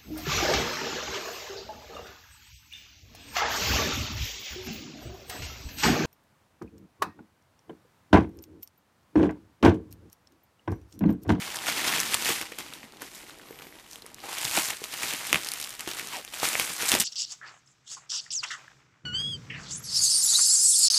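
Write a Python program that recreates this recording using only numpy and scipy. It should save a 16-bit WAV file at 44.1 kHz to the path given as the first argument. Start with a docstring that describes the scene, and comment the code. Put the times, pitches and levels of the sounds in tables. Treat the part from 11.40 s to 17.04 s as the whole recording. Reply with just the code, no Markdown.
"""In a small furnished room a stiff plastic mailer is pulled off a bubble-wrapped box, small scissors slide
over the woven table top, then the box is turned in the hands. Film creases buckle as clumps of noise ringing
in many narrow bands, and flip as loud single snaps: a short ring, a tick and a rattle. Dull bumps are low
rings, the scissors a wavering whistle and a clink, a dragging finger a sinking band of noise.
Feedback delays make the room's answer, over a bed of shaped noise."""
import sys
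import numpy as np
from scipy import signal
from scipy.fft import rfft, irfft, next_fast_len
from scipy.io import wavfile
from scipy.ndimage import uniform_filter1d

SR = 44100
rng = np.random.default_rng(int(sys.argv[2]) if len(sys.argv) > 2 else 0)


def volts_from_db(level):
    """Convert decibel levels to linear amplitude ratios."""
    exponent = np.asarray(level, float) / 20
    return 10 ** exponent


def generate_wav(sig):
    """Save sig (samples, or channels by samples) to the path in sys.argv[1] as 16-bit PCM at SR."""
    pcm = np.round(np.clip(np.atleast_2d(sig).T, -1, 1) * 32767).astype(np.int16)
    wavfile.write(sys.argv[1], SR, pcm)


N = 248724   # samples in the scene
STEP = 32   # samples between two values of the slow controls


def rms_one(x):
    """Scale a sound to an rms (average strength) of 1."""
    return x / np.sqrt(np.mean(x ** 2) + 1e-20)


def in_time(rows):
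    """Draw straight lines between the rows of a table that starts with seconds: one value a sample."""
    s, *columns = np.transpose(rows)
    return [np.interp(np.arange(N) / SR, s, c) for c in columns]


def at_hz(points, hz):
    """Read a table of (Hz, dB) on a log-frequency axis."""
    table_hz, table_db = np.array(points).T
    return np.interp(np.log(hz), np.log(table_hz), table_db)


def drift(rate):
    """Slow random wandering with an rms of 1: noise smoothed twice at rate (Hz), made every 20 samples."""
    r = np.exp(-40 * np.pi * rate / SR)
    noise = rng.standard_normal(N // 20 + 2002)
    slow = signal.lfilter([1], [1, -2 * r, r * r], noise)[2000:]   # skip the filter's start
    return np.interp(np.arange(N) / 20, np.arange(len(slow)), rms_one(slow))


def ring(push, hz, t60):
    """A resonance: a unit click sets off a sine of height 1 that falls 60 dB in t60 seconds."""
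    r = volts_from_db(-60 / (t60 * SR))
    w = 2 * np.pi * hz / SR
    return signal.lfilter([0, np.sin(w)], [1, -2 * r * np.cos(w), r * r], push + 1e-18)


def add(out, s, burst, db):
    """Lay a burst into the sound at its time in seconds and its peak level in dB."""
    at = round(s * SR)
    burst = burst[:N - at]
    out[at:at + len(burst)] += volts_from_db(db) * burst / np.max(np.abs(burst))


def crackle(per_s, size_db, clump_db, cycles, hiss):
    """Creases buckle in clumps; each shakes a few neighbouring patches of film that ring some cycles."""
    # Colour of the crackle around its three control levels. Each row: pitch in Hz, level in dB.
    film_colour = [(70, -39), (150, -26.5), (330, -12.5), (560, -21.5), (820, -13), (1500, -16),
                   (2300, -9.5), (4000, -14.5), (7000, -11), (11000, -30), (14500, -43.5)]
    mid_db, bright_db, low_db = handling()

    # until the mailer is off, at 1 s, it creases 1.8 times as often, each crease smaller to match
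    crowd = np.where(np.arange(N) < 1.0 * SR, 1.8, 1)
    chance = per_s * crowd * volts_from_db(clump_db * drift(20)) / SR
    at = np.flatnonzero(rng.random(N) < chance)
    sizes = volts_from_db(size_db * np.minimum(rng.exponential(1, len(at)), 2.3)) / np.sqrt(crowd[at])
    crease_octave = rng.uniform(-.5, 8.5, len(at))   # octaves above 60 Hz

    grit = rng.standard_normal((2, N))
    slip = np.exp(-1 / (0.0003 * SR))   # a crease takes a fraction of a millisecond to flip
    out, creases = np.zeros(N), np.full(N, 1e-18)
    for hz in np.geomspace(70, 14000, num=32):
        octaves_off = np.log2(hz / 60) - crease_octave
        creases[at] = sizes * np.exp(-.5 * (octaves_off / 0.5) ** 2)
        flips = rms_one(grit[0] * signal.lfilter([1], [1, -slip], creases))
        struck = flips + hiss * grit[1]   # fingers rub between creases
        patch = rms_one(np.diff(ring(struck, hz, cycles / hz), prepend=0))

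        # low and high patches each follow their own control level
        low_share = np.interp(np.log(hz), np.log([600, 1500]), [1, 0])
        bright_share = np.interp(np.log(hz), np.log([3200, 7000]), [0, 1])
        level_db = mid_db + low_share * (low_db - mid_db) + bright_share * (bright_db - mid_db)
        level_db += pocket_lift(hz) + at_hz(film_colour, hz) + 1.55 * drift(23.8)[::STEP]
        out += np.interp(np.arange(N) / STEP, np.arange(len(level_db)), volts_from_db(level_db)) * patch
    return out


def handling():
    """Middle, bright-crease and whole-sheet levels in dB: steady grip, squeezes and grabs summed as power."""
    # Steady working of the film between squeezes; tight film is brighter and less boomy.
    # Each row: time in seconds, level in dB, tautness in dB.
    grip = [(0, -38.5, -4), (.2, -42, -5.5), (.36, -35, -5), (.66, -37, -3.5), (.95, -37.5, -1.5),
            (1.1, -50.5, -9), (1.5, -58.5, -17), (2.3, -59.5, -3.5), (2.75, -60.5, -16), (2.9, -42, -2),
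            (3.12, -38.5, 4), (3.38, -49, 0.5), (3.6, -45.5, -0.5), (3.85, -39.5, -1), (4.24, -43, 0.5),
            (4.37, -50.5, -3), (4.68, -44, -6), (4.79, -42, -6), (4.815, -50, -2), (4.93, -54, -6),
            (5.12, -36.5, 2.5), (5.36, -43, 6), (5.64, -41.5, 5)]
    # Squeezes and tugs, each a short swell of crackle.
    # Each row: time of the peak in seconds, peak level in dB, seconds to fall 10 dB, tautness in dB.
    squeezes = [(0.159, -35, 0.0051, 7), (.289, -31.5, 0.0466, -4.5), (.385, -33, .03, -8),
                (.475, -30.5, .08, -6), (.55, -32, .05, -8), (0.607, -34.5, 0.028, -1),
                (.72, -34, 0.0774, -5), (0.896, -26, 0.0545, -3), (1.022, -40, .02, -12),
                (1.32, -49, .03, -6), (1.38, -52, .015, -5), (1.44, -51, .03, -11), (1.615, -48, .025, -14),
                (1.68, -51, .02, -8), (1.76, -51, .1, 5), (1.885, -51, 0.04, -5.5),
                (2.11, -59, 0.53, -20.5), (2.53, -53.5, .06, 8), (3.047, -35.5, 0.0396, 4),
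                (3.173, -26.5, 0.052, 2), (3.253, -35.5, 0.0334, 10), (3.302, -33.5, 0.0282, -2.5),
                (3.535, -40, 0.0289, 1), (3.643, -33.5, 0.1396, -1.5), (3.944, -35, 0.0455, -8),
                (3.7, -36.5, .03, 0), (4.581, -38.5, 0.0737, -4), (4.735, -42, .05, -3),
                (5.062, -30.5, 0.0911, 1), (5.218, -33, .07, -5), (5.3, -38, .02, -8),
                (5.424, -31, 0.0514, -0.5), (5.49, -31.5, 0.0364, 8), (5.529, -27.5, 0.0342, -3.5),
                (5.56, -32, 0.0347, -12), (5.607, -32, 0.0181, 10.5)]
    # A hand lands on the film or lets a fold go, so the crackle starts almost at once.
    # Each row: time of the peak in seconds, peak level in dB, seconds to fall 10 dB, tautness in dB.
    grabs = [(1.012, -40, .04, -10), (1.118, -46, .015, -8), (1.156, -48, .03, -4), (1.186, -39, .07, -8),
             (1.336, -46, .04, -4), (1.619, -43, .06, -6), (2.221, -48, .025, -6), (2.395, -55, .04, 0),
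             (2.662, -54, .03, -4), (2.838, -47, .1, -10), (3.439, -44, .04, 4), (4.394, -41, .05, -4),
             (4.475, -35, .05, -2), (4.936, -42, .15, -3), (5.03, -32, .1, 0)]

    t = np.arange(0, N, STEP) / SR
    shares = np.array([[0], [1], [-1.008]])   # dB that each level gains per dB of tautness
    grip_db, grip_taut_db = (c[::STEP] for c in in_time(grip))
    power = volts_from_db(2 * (grip_db + shares * grip_taut_db))

    # the last value is the seconds to rise 10 dB: a share of the fall for squeezes, 3 ms for grabs
    swells = [(*row, 0.681 * row[2]) for row in squeezes] + [(*row, .003) for row in grabs]
    for s, peak_db, fall_s, taut_db, rise_s in swells:
        swell_db = peak_db - 10 * np.maximum((t - s) / fall_s, (s - t) / rise_s)
        power += volts_from_db(2 * swell_db) * volts_from_db(2 * shares * taut_db)
    mid_db, bright_db, low_db = 10 * np.log10(power)
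    return mid_db, bright_db, low_db - 12.5   # the boom of the whole sheet is weaker


def pocket_lift(hz):
    """The air pocket between wrap and box lifts film ringing near its pitch, by some dB, while a grip holds it."""
    # Each row: start in seconds, end in seconds, first pitch in Hz, last pitch in Hz, lift in dB.
    pockets = [(0.038, 0.254, 755, 800, 6.5), (2.83, 3.0, 950, 900, 9), (3.0, 3.35, 875, 778, 6.5),
               (4.69, 4.8, 3000, 2200, 4), (0.22, 0.6, 2000, 2100, 3.5), (5.15, 5.26, 2300, 2200, 4),
               (4.926, 5.254, 800, 800, 3.5)]
    fade_s = 0.026
    t, lift = np.arange(0, N, STEP) / SR, 0
    for start, end, from_hz, to_hz, lift_db in pockets:
        held = np.clip(np.minimum(t - start, end - t) / fade_s + .5, 0, 1)
        centre = np.interp(t, [start, end], [from_hz, to_hz])
        lift = lift + lift_db * held * np.exp(-.5 * (np.log2(hz / centre) / .22) ** 2)   # width in octaves
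    return lift


def snaps(cycles, tick_ms, rattle_db):
    """A crease flips: a ring of a few cycles at its own pitch, a bright tick and a short rattle after it."""
    # Single creases snapping over.
    # Each row: time in seconds, peak level of the ring in dB, its pitch in Hz, peak level of the tick in dB.
    single_snaps = [(0.1034, -24, 3140, -28), (0.1454, -23.5, 1790, -24), (0.1695, -20, 4520, -21),
                    (0.2376, -26, 2130, -34), (0.3224, -24, 2180, -17), (0.4455, -18, 2020, -17),
                    (0.4776, -18, 4200, -16), (0.602, -19.5, 1870, -9), (0.6108, -23, 2270, -14),
                    (0.7435, -7, 3200, -1.5), (0.748, -19.5, 1104, -11), (0.8477, -18, 4630, -15),
                    (1.0131, -18, 2260, -17), (1.1198, -29.5, 1800, -30), (1.1227, -24.5, 2580, -43.5),
                    (1.1865, -24.5, 2710, -17.5), (1.3365, -25, 3660, -24.5), (1.4314, -28, 2260, -45),
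                    (1.5227, -38, 3620, -38), (1.5704, -38, 3770, -38.5), (1.6198, -25.5, 1640, -23),
                    (1.678, -38, 1900, -40), (1.779, -41.5, 2150, -36), (1.826, -40, 3000, -42),
                    (1.866, -38, 2500, -44), (1.8962, -33.5, 1550, -35.5), (1.9868, -45, 4300, -35),
                    (1.997, -35, 1800, -40), (2.109, -46, 1500, -39), (2.1275, -36, 2200, -44),
                    (2.1891, -31, 3000, -38), (2.2085, -39, 1500, -50), (2.2208, -32, 2350, -38),
                    (2.2688, -37, 2300, -38), (2.3252, -34.5, 1960, -55), (2.3875, -35, 3500, -45),
                    (2.3981, -38, 2060, -37), (2.4648, -38, 3040, -43), (2.5126, -40, 5000, -31),
                    (2.532, -32, 5140, -30), (2.5578, -28, 3240, -29), (2.6214, -31, 4500, -33),
                    (2.6579, -36, 2070, -44), (2.6637, -38, 1230, -27), (2.7167, -43, 900, -41),
                    (2.7448, -50.5, 4890, -26), (2.8031, -32, 4300, -39), (2.8408, -31, 900, -36),
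                    (2.8576, -35, 860, -28), (2.8935, -30, 990, -26), (2.9288, -27, 2880, -23),
                    (2.984, -19, 3060, -20), (3.0152, -20, 2730, -17), (3.0519, -13.5, 3620, -11.5),
                    (3.0787, -20.5, 2640, -19.5), (3.1125, -17, 3540, -19), (3.2862, -19, 3680, -15.5),
                    (3.3051, -21, 2340, -13), (3.3352, -22, 3900, -27.5), (3.3694, -34, 3340, -25.5),
                    (3.4406, -21, 2720, -15), (3.4451, -23.5, 3900, -20), (3.5402, -23, 3000, -20.5),
                    (3.6338, -15.5, 2420, -19), (3.736, -18, 2500, -15.5), (3.8689, -26, 3830, -19),
                    (3.929, -1, 2547, -5.5), (3.9446, -3.5, 2670, -11.5), (3.9575, -6, 2540, -19),
                    (4.0341, -27, 3620, -25), (4.0471, -32, 4160, -17.5), (4.071, -23.5, 3550, -18.5),
                    (4.0878, -36, 4850, -12.5), (4.118, -31, 3790, -14), (4.137, -26, 4070, -16),
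                    (4.1855, -36, 4070, -22.5), (4.2002, -24, 3820, -19.5), (4.2133, -28.5, 3670, -19),
                    (4.2271, -26, 4000, -23), (4.2407, -30.5, 3640, -20), (4.2455, -25, 3080, -19.5),
                    (4.293, -37, 2240, -22.5), (4.3053, -31, 3530, -25), (4.3389, -28, 4750, -28),
                    (4.3514, -35, 2260, -29), (4.3949, -26, 2880, -21), (4.407, -25, 2420, -20),
                    (4.4755, -28, 1400, -24), (4.514, -21, 3810, -22), (4.5344, -25, 4300, -24),
                    (4.5475, -33.5, 1420, -26), (4.5874, -28, 2200, -25), (4.6726, -34.5, 3470, -19),
                    (4.8489, -29, 2550, -25), (4.8778, -26.5, 3700, -45), (4.9998, -22, 4500, -21.5),
                    (5.0312, -15, 1300, -26), (5.0879, -19, 3250, -11), (5.1534, -10, 2300, -47),
                    (5.1977, -9, 2460, -9.5), (5.2675, -25, 3300, -26.5), (5.3652, -33, 2200, -19),
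                    (5.5177, -5.5, 3470, -4), (5.5399, -10.5, 2800, -12), (5.5505, -19.5, 700, -6),
                    (5.5998, -22, 2330, -6), (5.6148, -12.5, 3500, -12.5)]
    # The box lid answers each snap. Each row: pitch in Hz, level against the ring in dB, seconds to fall 60 dB.
    lid = [(800, -23, .01), (1300, -22, .008)]

    out, t = np.zeros(N), np.arange(SR // 40) / SR
    treble = signal.butter(2, [4000, 12000], "band", fs=SR, output="sos")
    for s, ring_db, hz, tick_db in single_snaps + small_snaps():
        noise = rng.standard_normal((2, len(t)))
        flip = np.sin(2 * np.pi * hz * t) * (t < 1 / hz)   # the film swings over once
        push = flip + volts_from_db(rattle_db) * noise[0] * np.exp(-t / 0.00306)
        crease = np.sign(noise[0, 0]) * ring(push, hz, cycles / hz)   # flips either way
        add(out, s, crease, ring_db)
        for lid_hz, lid_db, t60 in lid:
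            add(out, s, ring(crease, lid_hz, t60), ring_db + lid_db)
        fade = np.exp(-1000 * t / tick_ms) + volts_from_db(rattle_db - 14.0) * np.exp(-t / 0.0067)
        add(out, s, signal.sosfilt(treble, noise[1] * fade), tick_db)
    return out


def small_snaps():
    """Lesser snaps of the bubble wrap at random moments, set against the crackle's control levels there."""
    count, wrap_from_s = 110, 2.8   # from then on the box turns in its bubble wrap
    over_crackle_db, spread_db = 11.5, 4
    mid_db, bright_db, _ = handling()
    when, octave, ring_luck, tick_luck = rng.random((count, 4)).T
    first = wrap_from_s * SR
    at = (first + when * (N - 1 - first)).astype(int)
    ring_over_db, tick_over_db = over_crackle_db + spread_db * (2 * np.array([ring_luck, tick_luck]) - 1)
    ring_db = mid_db[at // STEP] + ring_over_db - 5   # mostly tick, with a weak ring
    tick_db = bright_db[at // STEP] + tick_over_db
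    return list(zip(at / SR, ring_db, 1800 * 2 ** (1.315 * octave), tick_db))


def bumps(cycles, contact_ms):
    """A soft contact sets the box and its air cushion ringing low, with a short-lived overtone."""
    # Dull bumps of box and hands. Each row: time in seconds, peak level in dB, pitch in Hz.
    dull_bumps = [(0.285, -26, 700), (0.583, -28.5, 431), (0.892, -25, 443), (0.905, -23, 326),
                  (1.12, -34, 494), (1.44, -39.5, 242), (1.626, -39.5, 330), (2.108, -31, 435),
                  (2.268, -37.5, 338.4), (2.645, -37, 446), (2.847, -36.5, 540), (3.049, -37, 128),
                  (3.176, -13.5, 778), (3.181, -22, 321), (3.418, -30, 421), (3.639, -30.5, 347),
                  (3.739, -33, 307), (3.913, -39.5, 260), (3.929, -22.5, 343), (3.945, -32.5, 200),
                  (3.958, -31.5, 208.4), (4.475, -25, 360), (5.031, -14.5, 908), (5.047, -37.5, 470),
                  (5.075, -36, 305), (5.152, -24, 780), (5.197, -21, 497), (5.431, -25, 448),
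                  (5.538, -21, 250), (5.6, -28, 200)]
    out, t = np.zeros(N), np.arange(SR // 10) / SR
    for s, peak_db, hz in dull_bumps:
        push = (1 + rng.standard_normal(len(t))) * np.exp(-1000 * t / contact_ms)
        overtone = ring(push, 1.9 * hz, cycles / (4 * hz))
        body = ring(push, hz, cycles / hz) + .35 * overtone
        add(out, s, np.diff(body, prepend=0), peak_db)   # a small body radiates no steady push
    return out


def scissors(width_hz):
    """A wavering narrow whistle from the slide, and one thin clink of steel."""
    # A faint whistle as the scissors slide over the weave, its pitch following the speed.
    # Each row: time in seconds, pitch in Hz, level in dB.
    slide = [(2.035, 10200, -70), (2.08, 11970, -61), (2.14, 12300, -61.5), (2.215, 13000, -61),
             (2.29, 11600, -62), (2.325, 11400, -63), (2.37, 10300, -70)]
    # The blades touch. 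One row: time in seconds, peak level in dB, pitch in Hz, seconds to fall 60 dB.
    clink = (1.272, -57, 10600, .16)
    hz, level_db = in_time(slide)
    t = np.arange(N) / SR
    sliding = (t > slide[0][0]) & (t < slide[-1][0])
    phase = 2 * np.pi * np.cumsum(hz + 120 * drift(30)) / SR   # the hand moves in small jerks
    core = drift(width_hz) * np.cos(phase) + drift(width_hz) * np.sin(phase)
    halo = uniform_filter1d(rng.standard_normal(N), size=26) * np.cos(phase)   # uneven threads blur the pitch
    out = sliding * volts_from_db(level_db) * (core + volts_from_db(-4.0) * rms_one(halo))
    s, peak_db, clink_hz, t60 = clink
    add(out, s, ring(t[:SR // 2] == 0, clink_hz, t60), peak_db)
    return out


def drag(width_hz):
    """Friction noise in one narrow resonance that sinks in pitch."""
    # A finger drags off the wrap and the hollow under it sinks.
    # Each row: time in seconds, pitch in Hz, level in dB.
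    finger = [(4.715, 1150, -60), (4.735, 1040, -40.5), (4.77, 800, -43), (4.8, 520, -45), (4.81, 480, -62)]
    hz, level_db = in_time(finger)
    t = np.arange(N) / SR
    phase = 2 * np.pi * np.cumsum(hz) / SR
    hollow = drift(width_hz) * np.cos(phase) + drift(width_hz) * np.sin(phase)
    return (t > finger[0][0]) * (t < finger[-1][0]) * volts_from_db(level_db) * hollow


def room(x):
    """Echoes between the walls: ten feedback delays, weaker and duller on every round."""
    t60_s, wall_cut_hz = 0.1068, 2770
    size = next_fast_len(N + SR)
    w = 2 * np.pi * np.arange(size // 2 + 1) / size
    dull = 1 / (1 + 1j * w * SR / (2 * np.pi * wall_cut_hz))
    walls = 0
    for k, lag_s in enumerate(rng.uniform(.005, .03, size=10)):
        loop = volts_from_db(-60 * lag_s / t60_s) * dull * np.exp(-1j * w * lag_s * SR)
        walls = walls + (-1) ** k * loop / (1 - loop)   # the sum of all rounds
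    return irfft(rfft(x, size) * walls, size)[:N]


def room_tone():
    """Steady air and microphone hiss: white noise given a colour by frequency."""
    # Colour of the hiss. Each row: frequency in Hz, level in dB before the whole is scaled.
    hiss_colour = [(15, -33), (25, 31), (462, 23.5), (543, -4.5), (1670, -2.5), (1910, 25.5), (3730, -43),
                   (11500, -22.5), (15000, -41)]
    hz = np.maximum(np.arange(N // 2 + 1) * SR / N, 10)
    spectrum = rfft(rng.standard_normal(N)) * volts_from_db(at_hz(hiss_colour, hz))
    return volts_from_db(-64.5) * rms_one(irfft(spectrum, N))


def scene():
    """Film, box and scissors close to the microphone, with room and room tone."""
    near = crackle(per_s=2300, size_db=3.0, clump_db=2.5, cycles=9.234, hiss=0.802)
    near = near + snaps(cycles=7.0, tick_ms=0.4, rattle_db=-9.0)
    near = near + bumps(cycles=9.0, contact_ms=1.43)
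    near = near + scissors(width_hz=230) + drag(width_hz=110)
    return (near + volts_from_db(-15) * room(near) + room_tone())[None]


def roll_off(x):
    """The treble ends steeply here."""
    return signal.sosfilt(signal.butter(12, 16340, fs=SR, output="sos"), x)


def record(dry):
    """The microphone drops the deepest bass, the highest peaks are rounded and the top is cut."""
    thin = signal.sosfilt(signal.butter(2, 28, "high", fs=SR, output="sos"), dry)
    rounded = 1.3 * np.tanh(thin / 1.3)
    top_cut = signal.cheby2(14, 48, 15300, fs=SR, output="sos")   # 48 dB down from 15300 Hz up
    finished = signal.sosfilt(top_cut, rounded)
    return roll_off(finished)


dry = scene()
out = record(dry)
generate_wav(out)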